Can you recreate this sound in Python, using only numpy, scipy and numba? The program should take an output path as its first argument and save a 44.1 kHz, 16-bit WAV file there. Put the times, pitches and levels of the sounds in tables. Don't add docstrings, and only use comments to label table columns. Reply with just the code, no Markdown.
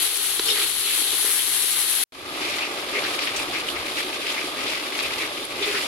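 import sys
import numpy as np
from scipy import signal
from scipy.fft import rfft, irfft, next_fast_len
from scipy.io import wavfile
from scipy.ndimage import uniform_filter1d
from numba import njit

SR = 44100
rng = np.random.default_rng(int(sys.argv[2]) if len(sys.argv) > 2 else 0)


def pcm_store(signal):
    levels = np.round(np.clip(np.atleast_2d(signal), -1, 1) * 32767)
    wavfile.write(sys.argv[1], SR, levels.astype(np.int16).T)


N = 258867
TIME = np.arange(N) / SR


def frying(push, flare):
    # frequency in Hz, relative level in dB.
    sizzle_spectrum = [(500, -16), (1200, -3), (2200, 2), (3200, -4.5), (4400, -9), (5100, -1), (7000, -6),
                       (9000, -2.5), (12000, -6), (15500, -11.5)]
    scrape_spectrum = [(150, -32), (600, -17), (1300, -9), (2000, -5), (3100, 4), (4400, 6.5), (5200, -9),
                       (7500, -8), (11000, -34)]
    bubble_spectrum = [(200, -26), (400, -11), (620, -6), (800, 3), (1000, -1.5), (1280, 5.5), (1750, -19),
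                       (2500, -26)]
    # time in seconds, relative level in dB.
    heat_curve = [(0.0, -25.5), (0.7, -28), (1.0, -24), (1.16, -25.5), (1.33, -23.5), (1.51, -25.5),
                  (1.68, -23), (1.93, -25), (2.02, -25)]
    # centre in Hz, width in Hz, gain in dB.
    port_modes = [(8480, 220, 8), (10780, 1080, 22)]
    heat = from_db(in_time(heat_curve) - 6.5) + from_db(-19) * flare
    out = heat * sizzle(sizzle_spectrum, per_s=7000, spread_db=2.5, flutter_db=0.5, surge_db=1.37,
                        pan_db=-3.5)
    out += heat * from_db(-8) * crackle(per_s=530, spread_db=0.5, clump_db=4)
    blade = scrape(scrape_spectrum, blade_hz=3210, width_hz=1050, blade_db=-4, judder_db=0.5,
                   lag_ms=-0.046, pan_db=-1.4)
    bubbles = bubbling(bubble_spectrum, per_s=700, cycles=9.7, lag_ms=-0.1, pan_db=1)
    out += stirred(-30, push, 0.99) * blade
    out += stirred(-46.5, push, -15.5) * bubbles
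    out += stirred(-47.5, push, -17.5) * wok_ring(tuning=1.054, per_s=1100, ringing=1, lag_ms=-0.04)
    out[0] = lift(out[0], port_modes)
    return out + rumble(level_db=-60.5, waver_db=4)


def simmering(push, flare):
    # frequency in Hz, relative level in dB.
    sizzle_spectrum = [(500, -14), (1300, -2.5), (2300, -7), (3400, 10.5), (4900, 1), (5800, -9),
                       (8000, -8.5), (11000, -9.5), (13000, -12), (15500, -25)]
    scrape_spectrum = [(600, -26), (1400, -3), (1680, -4), (2100, 3), (2500, 1), (2900, 3), (3400, -1.5),
                       (4900, -1.5), (5900, -8), (8500, -16.5), (13000, -32)]
    bubble_spectrum = [(150, -19), (260, -5), (490, -4), (580, 3), (680, -1.5), (820, 0), (1000, -3),
                       (1220, 4.5), (1450, -6), (1700, -2.5), (2500, -20)]
    # time in seconds, relative bubbling level in dB.
    swell = [(2.4, -37), (3.03, -35), (4.09, -37.5), (5.21, -36.5), (5.41, -39.5), (5.85, -36)]
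    # centre in Hz, width in Hz, gain in dB.
    port_modes = [(10070, 580, 7.9), (11220, 810, 5)]
    steam = sizzle(sizzle_spectrum, per_s=5000, spread_db=2, flutter_db=1, surge_db=1.7, pan_db=-1)
    blade = scrape(scrape_spectrum, blade_hz=2425, width_hz=350, blade_db=0, judder_db=2,
                   lag_ms=0.425, pan_db=3)
    bubbles = bubbling(bubble_spectrum, per_s=2000, cycles=7.4, lag_ms=0.2, pan_db=0)
    out = stirred(-35.5, flare, 0.59) * steam
    out += stirred(-34, push, -0.68) * blade
    out += from_db(in_time(swell) + 2) * bubbles + plops()
    out += stirred(-47, flare, -5.5) * crackle(per_s=900, spread_db=-1.5, clump_db=3.5)
    out += stirred(-39.5, push, -26) * wok_ring(tuning=1, per_s=1400, ringing=0.5, lag_ms=0.17)
    out[1] = lift(out[1], port_modes)
    return out + rumble(level_db=-55.5, waver_db=3)


def sizzle(spectrum, per_s, spread_db, flutter_db, surge_db, pan_db):
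    bursts = grains(per_s, spread_db) * from_db(flutter_db * drift(150) + surge_db * drift(20))
    return place(bursts + 0.5 * rng.standard_normal((2, N)), spectrum, 0, pan_db)


def crackle(per_s, spread_db, clump_db):
    # frequency in Hz, relative level in dB.
    spectrum = [(1200, -20), (2800, 2.5), (7000, 4), (11500, -4), (15500, -14)]
    snaps = grains(per_s, spread_db) * from_db(clump_db * np.minimum(drift(30), 1))
    return place(snaps, spectrum, 0, 0)


def bubbling(spectrum, per_s, cycles, lag_ms, pan_db, sizes=22):
    pops = grains(per_s, 2.96)
    size_class = rng.integers(0, sizes, N)
    pitches_hz = np.geomspace(260, 2300, sizes)
    rings = sum(ring(pops * (size_class == k), hz, cycles / hz) * hz for k, hz in enumerate(pitches_hz))
    return place(rings, spectrum, lag_ms, pan_db)


def plops(swell_cycles=1.4, rise_per_s=4.9):
    # start in seconds, peak level in dB, starting pitch in Hz.
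    big_bubbles = [(2.413, -29, 300), (2.452, -29, 327), (3.035, -27.5, 310), (3.222, -27.5, 560),
                   (3.484, -27, 335), (3.498, -27.5, 710), (3.74, -26, 340), (4.44, -29, 335)]
    out, t = np.zeros(N + SR), TIME[:SR // 10]
    for start, db, hz in big_bubbles:
        at, age = int(start * SR), t * hz / swell_cycles
        phase = 2 * np.pi * hz * (t + rise_per_s * t ** 2 / 2)
        out[at:at + len(t)] += from_db(db) * age * np.exp(1 - age) * np.sin(phase)
    return out[:N]


def spits(gain_db):
    # start in seconds, relative level in dB, decay in seconds, low and high band edges in Hz.
    drops = [(3.3627, -35, 0.016, 4100, 8900), (5.028, -41, 0.0068, 5500, 12500),
             (5.451, -35, .004, 8850, 11000)]
    return sum(band(from_db(db + gain_db) * impact(start, decay_s, chatter=0.93), low_hz, high_hz)
               for start, db, decay_s, low_hz, high_hz in drops)


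def spatula():
    # middle and nominal length in seconds, relative level in dB, start, end and width in Hz.
    rasp_contacts = [(.492, .023, -28, 3100, 2920, 160), (.5, .07, -35.5, 5250, 5500, 600),
                     (.513, .028, -28, 3740, 3560, 200), (.572, .065, -37, 2170, 1890, 280),
                     (.626, .05, -36.5, 2000, 2600, 1000), (.915, .1, -37, 2300, 2850, 700),
                     (1.4, .037, -33.5, 3000, 3370, 300), (2.63, .05, -35, 2450, 2650, 350),
                     (2.975, .058, -31, 2080, 2290, 220), (3.045, .025, -34.5, 3700, 3900, 1200),
                     (3.055, .05, -37, 1620, 1570, 400), (3.23, .06, -37, 4300, 4100, 1600),
                     (3.283, .05, -35.5, 2300, 2200, 900), (3.402, .029, -35, 2480, 2520, 140),
                     (3.562, .055, -34, 2170, 2370, 280), (3.688, .017, -33, 2000, 3600, 160),
                     (3.77, .017, -36.5, 2170, 2200, 120), (3.997, .036, -35, 2270, 2240, 240),
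                     (4.29, .07, -35.5, 2600, 3200, 1100), (4.383, .034, -32.5, 2020, 2400, 260),
                     (4.68, .06, -37.5, 3400, 3600, 1200), (4.997, .026, -33.5, 3700, 4300, 1500),
                     (5.048, .05, -35, 2580, 2450, 280), (5.228, .07, -36, 2310, 2180, 400),
                     (5.64, .035, -32.5, 3640, 3560, 200), (5.665, .1, -36.5, 2500, 2100, 500),
                     (5.76, .085, -37, 1640, 1540, 360)]
    groan_contacts = [(.505, 0.091, -38, 470, 425, 22), (.6, 0.18, -43, 434, 402, 30),
                      (1.29, .075, -46.5, 417, 400, 50), (2.98, .088, -36, 416, 402, 35),
                      (5.622, 0.036, -33.5, 412, 400, 22), (5.69, 0.062, -32, 413, 392, 22),
                      (5.755, 0.031, -33, 377, 400, 22)]
    # frequency in Hz, relative level in dB.
    rasp_spectrum = [(150, -45), (600, -14), (1400, 0), (5300, 0), (6300, -9), (9000, -16)]
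    groan_spectrum = [(60, -21), (150, -3), (330, 6.5), (520, 6.5), (1000, -48)]
    rasps = rubs(rasp_contacts, rasp_spectrum, grit_db=-8, judder_db=2, pan_db=1.5, voices=3)
    groans = rubs(groan_contacts, groan_spectrum, grit_db=-16, judder_db=0.5, pan_db=0, voices=2)
    taps = knocks(click_db=4, ring_db=-6, ring_t60=0.008, thud_hz=410, thud_t60=0.02)
    return from_db(7.5) * rasps + from_db(2.5) * groans + taps


def scrape(spectrum, blade_hz, width_hz, blade_db, judder_db, lag_ms, pan_db):
    # centre in Hz, width in Hz, gain in dB.
    steel_modes = [(1553, 91, -4), (2020, 100, -5.5)]
    slips = grains(6000, 2.7) * from_db(judder_db * drift(130))
    return place(lift(slips, [(blade_hz, width_hz, blade_db)] + steel_modes), spectrum, lag_ms, pan_db)


def rubs(contacts, spectrum, grit_db, judder_db, pan_db, voices):
    force = np.zeros((voices, N))
    pitch_hz = np.full((voices, N), float(contacts[0][3]))
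    width_hz = np.full((voices, N), float(contacts[0][5]))
    for k, (middle, length, db, start_hz, end_hz, width) in enumerate(contacts):
        voice = k % voices
        along = (TIME - middle) / length
        touching = abs(along) < 0.6
        force[voice, touching] += from_db(db) * np.cos(np.pi * along[touching] / 1.2)
        pitch_hz[voice, touching] = start_hz + (end_hz - start_hz) * (along[touching] + 0.5)
        width_hz[voice, touching] = width
    out = 0
    for pressure, hz, width in zip(force, pitch_hz, width_hz):
        slips = grains(6000, 6.1)
        tone = gliding_resonance(slips, 2 * np.pi * hz / SR, np.exp(-np.pi * width / SR))
        tone /= np.sqrt(uniform_filter1d(tone ** 2, size=500) + 1e-12)
        judder = from_db(judder_db * drift(260))
        out += pressure * place(judder * (tone + from_db(grit_db) * slips), spectrum, 0, pan_db)
    return out


def knocks(click_db, ring_db, ring_t60, thud_hz, thud_t60):
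    # start in seconds, relative edge level in dB, ring pitch in Hz, relative thud level in dB.
    strikes = [(.3949, -6.8, 3900, -17.5), (.3976, -10, 4400, -26), (1.018, -20, 4400, -24),
               (1.131, -26, 3300, -26), (1.245, -28, 3300, -22), (1.64, -28, 3300, -26),
               (2.931, -18, 2450, -32), (3.084, -16, 2510, -36), (3.764, -17, 1280, -33),
               (4.928, -18, 2280, -34), (4.9906, -7, 2520, -35), (5.033, -16.5, 2380, -36),
               (5.234, -17, 2150, -26)]
    out = 0
    for start, edge_db, hz, thud_db in strikes:
        edge = impact(start, chatter_s=0.003, chatter=0.3)
        push = impact(start, chatter_s=0.0018, chatter=0.018)
        click = from_db(click_db) * band(band(edge, 700, 5500), 700, 5500)
        out += from_db(edge_db) * (click + from_db(ring_db) * ring(push, hz, ring_t60))
        out += from_db(thud_db) * band(ring(push, thud_hz, thud_t60), 257, 690)
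    return out


def wok_ring(tuning, per_s, ringing, lag_ms):
    # frequency in Hz before tuning, relative level in dB, 60 dB decay time in seconds.
    low_modes = [(320, -2, 0.044), (370.6, -6, 0.1), (425, 3.5, 0.025), (470, -10, 0.04)]
    # frequency in Hz before tuning, relative level in dB.
    spectrum = [(90, -24.5), (190, -18.5), (250, -5.5), (310, -3.5), (400, -2.5), (470, -7), (560, -4),
                (800, -35), (2000, -56)]
    shoves = grains(per_s, 2.1)
    modes = sum(from_db(db) * ring(shoves, hz * tuning, t60) for hz, db, t60 in low_modes)
    vibration = ringing * rms_one(modes) + grains(per_s, 4.2)
    return place(vibration, np.array(spectrum) * [tuning, 1], lag_ms, 0)


def stirring():
    # start and length in seconds, relative push and flare levels in dB.
    strokes = [(-.04, 0.12, -29.5, -37), (0.13, 0.18, -48, -26), (0.438, 0.23, -29, -46),
               (0.806, 0.38, -32, -54), (1.19, 0.14, -38, -32), (1.5, 0.32, -37, -36),
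               (1.858, 0.17, -38.5, -30), (2.38, 0.21, -30, -38.5), (2.56, 0.093, -27.5, -41),
               (2.908, 0.27, -30.5, -36), (3.174, 0.28, -31.5, -39.5), (3.501, 0.12, -29, -43),
               (3.79, 0.14, -33.5, -43), (3.933, 0.08, -28.5, -31), (4.118, 0.045, -27, -30),
               (4.2, 0.28, -32, -40), (4.557, 0.27, -30, -42.5), (4.9, 0.26, -31, -39),
               (5.142, 0.12, -31.5, -36.5), (5.599, 0.26, -29.5, -33)]
    push, flare = np.zeros((2, N))
    for start, length, push_db, flare_db in strokes:
        bearing_down = trapezoid(start, length, rise_s=0.025, fall_s=0.064)
        steam = trapezoid(start, length, rise_s=0.08, fall_s=0.03)
        push = np.maximum(push, from_db(push_db) * bearing_down)
        flare = np.maximum(flare, from_db(flare_db) * steam)
    return push, flare


def rumble(level_db, waver_db):
    # frequency in Hz, relative level in dB.
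    spectrum = [(20, -4), (45, -5), (100, -0.5), (150, -1), (220, -19), (600, -37), (3000, -51)]
    return from_db(level_db + waver_db * drift(7.1)) * place(rng.standard_normal((2, N)), spectrum, 0, 0)


def place(streams, spectrum, lag_ms, pan_db):
    # frequency in Hz, left-right likeness from 0 to 1.
    likeness = [(30, 0.3), (120, 0.86), (350, 0.98), (700, 0.86), (1250, 0.65), (1600, .35), (2300, 0.41),
                (3500, 0), (15000, 0.05)]
    size = next_fast_len(N + 2048)
    hz = np.arange(size // 2 + 1) * SR / size
    mid, side = rfft(streams, size) * from_db(at_hz(spectrum, hz))
    alike = np.clip(at_hz(likeness, hz), 0, 0.995)
    mid, side = mid * np.sqrt(1 + alike), side * np.sqrt(1 - alike)
    delay = np.exp(-2j * np.pi * hz * lag_ms / 1000)
    left = (mid + side) * from_db(pan_db / 2)
    right = (mid - side) * delay * from_db(-pan_db / 2)
    return rms_one(irfft(np.array([left, right]), size)[:, :N])


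def stirred(rest_db, drive, drive_db):
    return np.hypot(from_db(rest_db), from_db(drive_db) * drive)


def trapezoid(start, length, rise_s, fall_s):
    rise = np.clip((TIME - start) / rise_s, 0, 1)
    fall = np.clip((start + length - TIME) / fall_s + 0.5, 0, 1)
    return rise * fall


def grains(per_s, spread_db):
    born = rng.random((2, N)) < per_s / SR
    size = from_db(spread_db * np.clip(rng.standard_normal((2, N)), -2.5, 2.5))
    return rms_one(born * size * rng.choice([-1, 1], (2, N)))


def impact(start, chatter_s, chatter):
    out, at = np.zeros((2, N)), int(start * SR)
    out[:, at:at + 4096] = chatter * rng.standard_normal((2, 4096)) * np.exp(-TIME[:4096] / chatter_s)
    out[:, at] = 1
    return out


def ring(clicks, hz, t60):
    r, w = np.exp(-np.log(1000) / (t60 * SR)), 2 * np.pi * hz / SR
    return signal.lfilter([0, np.sin(w)], [1, -2 * r * np.cos(w), r * r], clicks + 1e-18)


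def lift(x, modes):
    return x + sum(from_db(db) * resonance(x, hz, width) for hz, width, db in modes)


def resonance(x, hz, width_hz):
    r = np.exp(-np.pi * width_hz / SR)
    feedback = [1, -2 * r * np.cos(2 * np.pi * hz / SR), r * r]
    return signal.lfilter(np.array([1, 0, -1]) * (1 - r * r) / 2, feedback, x + 1e-18)


@njit
def gliding_resonance(x, angle, radius):
    y = np.zeros_like(x)
    for i in range(2, x.shape[1]):
        r = radius[i]
        for c in range(x.shape[0]):
            drive = (1 - r * r) / 2 * (x[c, i] - x[c, i - 2])
            y[c, i] = drive + 2 * r * np.cos(angle[i]) * y[c, i - 1] - r * r * y[c, i - 2]
    return y


def band(x, low_hz, high_hz):
    sections = signal.butter(2, [low_hz, min(high_hz, 0.45 * SR)], "band", fs=SR, output="sos")
    return signal.sosfilt(sections, x + 1e-18)


def drift(per_s):
    knots = rng.standard_normal(4000)
    return rms_one(np.interp(TIME * per_s, np.arange(len(knots)), knots))


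def at_hz(points, hz):
    known_hz, values = np.transpose(points)
    return np.interp(np.log(hz + 1), np.log(known_hz), values)


def in_time(rows):
    return np.interp(TIME, *np.transpose(rows))


def rms_one(x):
    return x / np.sqrt(np.mean(x ** 2) + 1e-20)


def from_db(db):
    return 10 ** (np.asarray(db) / 20)


def scene():
    spans = [(-0.01, 2.039), (2.121, 5.9)]
    # middle and half length in seconds, depth in dB.
    lull = (5.475, 0.025, -3)
    lull_s, lull_half_s, lull_db = lull
    dip = from_db(lull_db * np.exp(-((TIME - lull_s) / lull_half_s) ** 2))
    first, second = [np.clip(np.minimum(TIME - start, end - TIME) / 0.00056, 0, 1) for start, end in spans]
    fade_s, fade_from = 0.27, 0.22
    fade_remaining = np.clip(1 - (TIME - spans[1][0]) / fade_s, 0, 1)
    fade_in = fade_from ** (fade_remaining ** 1.5)
    push, flare = stirring()
    sauce = first * frying(push, flare) + second * fade_in * dip * simmering(push, flare)
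    return sauce + spits(gain_db=16.5) + spatula()


def record(dry, cutoff_hz=15800):
    hiss = from_db(-82) * rng.standard_normal((2, N))
    return signal.sosfilt(signal.ellip(12, 0.1, 90, cutoff_hz, fs=SR, output="sos"), dry + hiss)


dry = scene()
out = record(dry)
pcm_store(out)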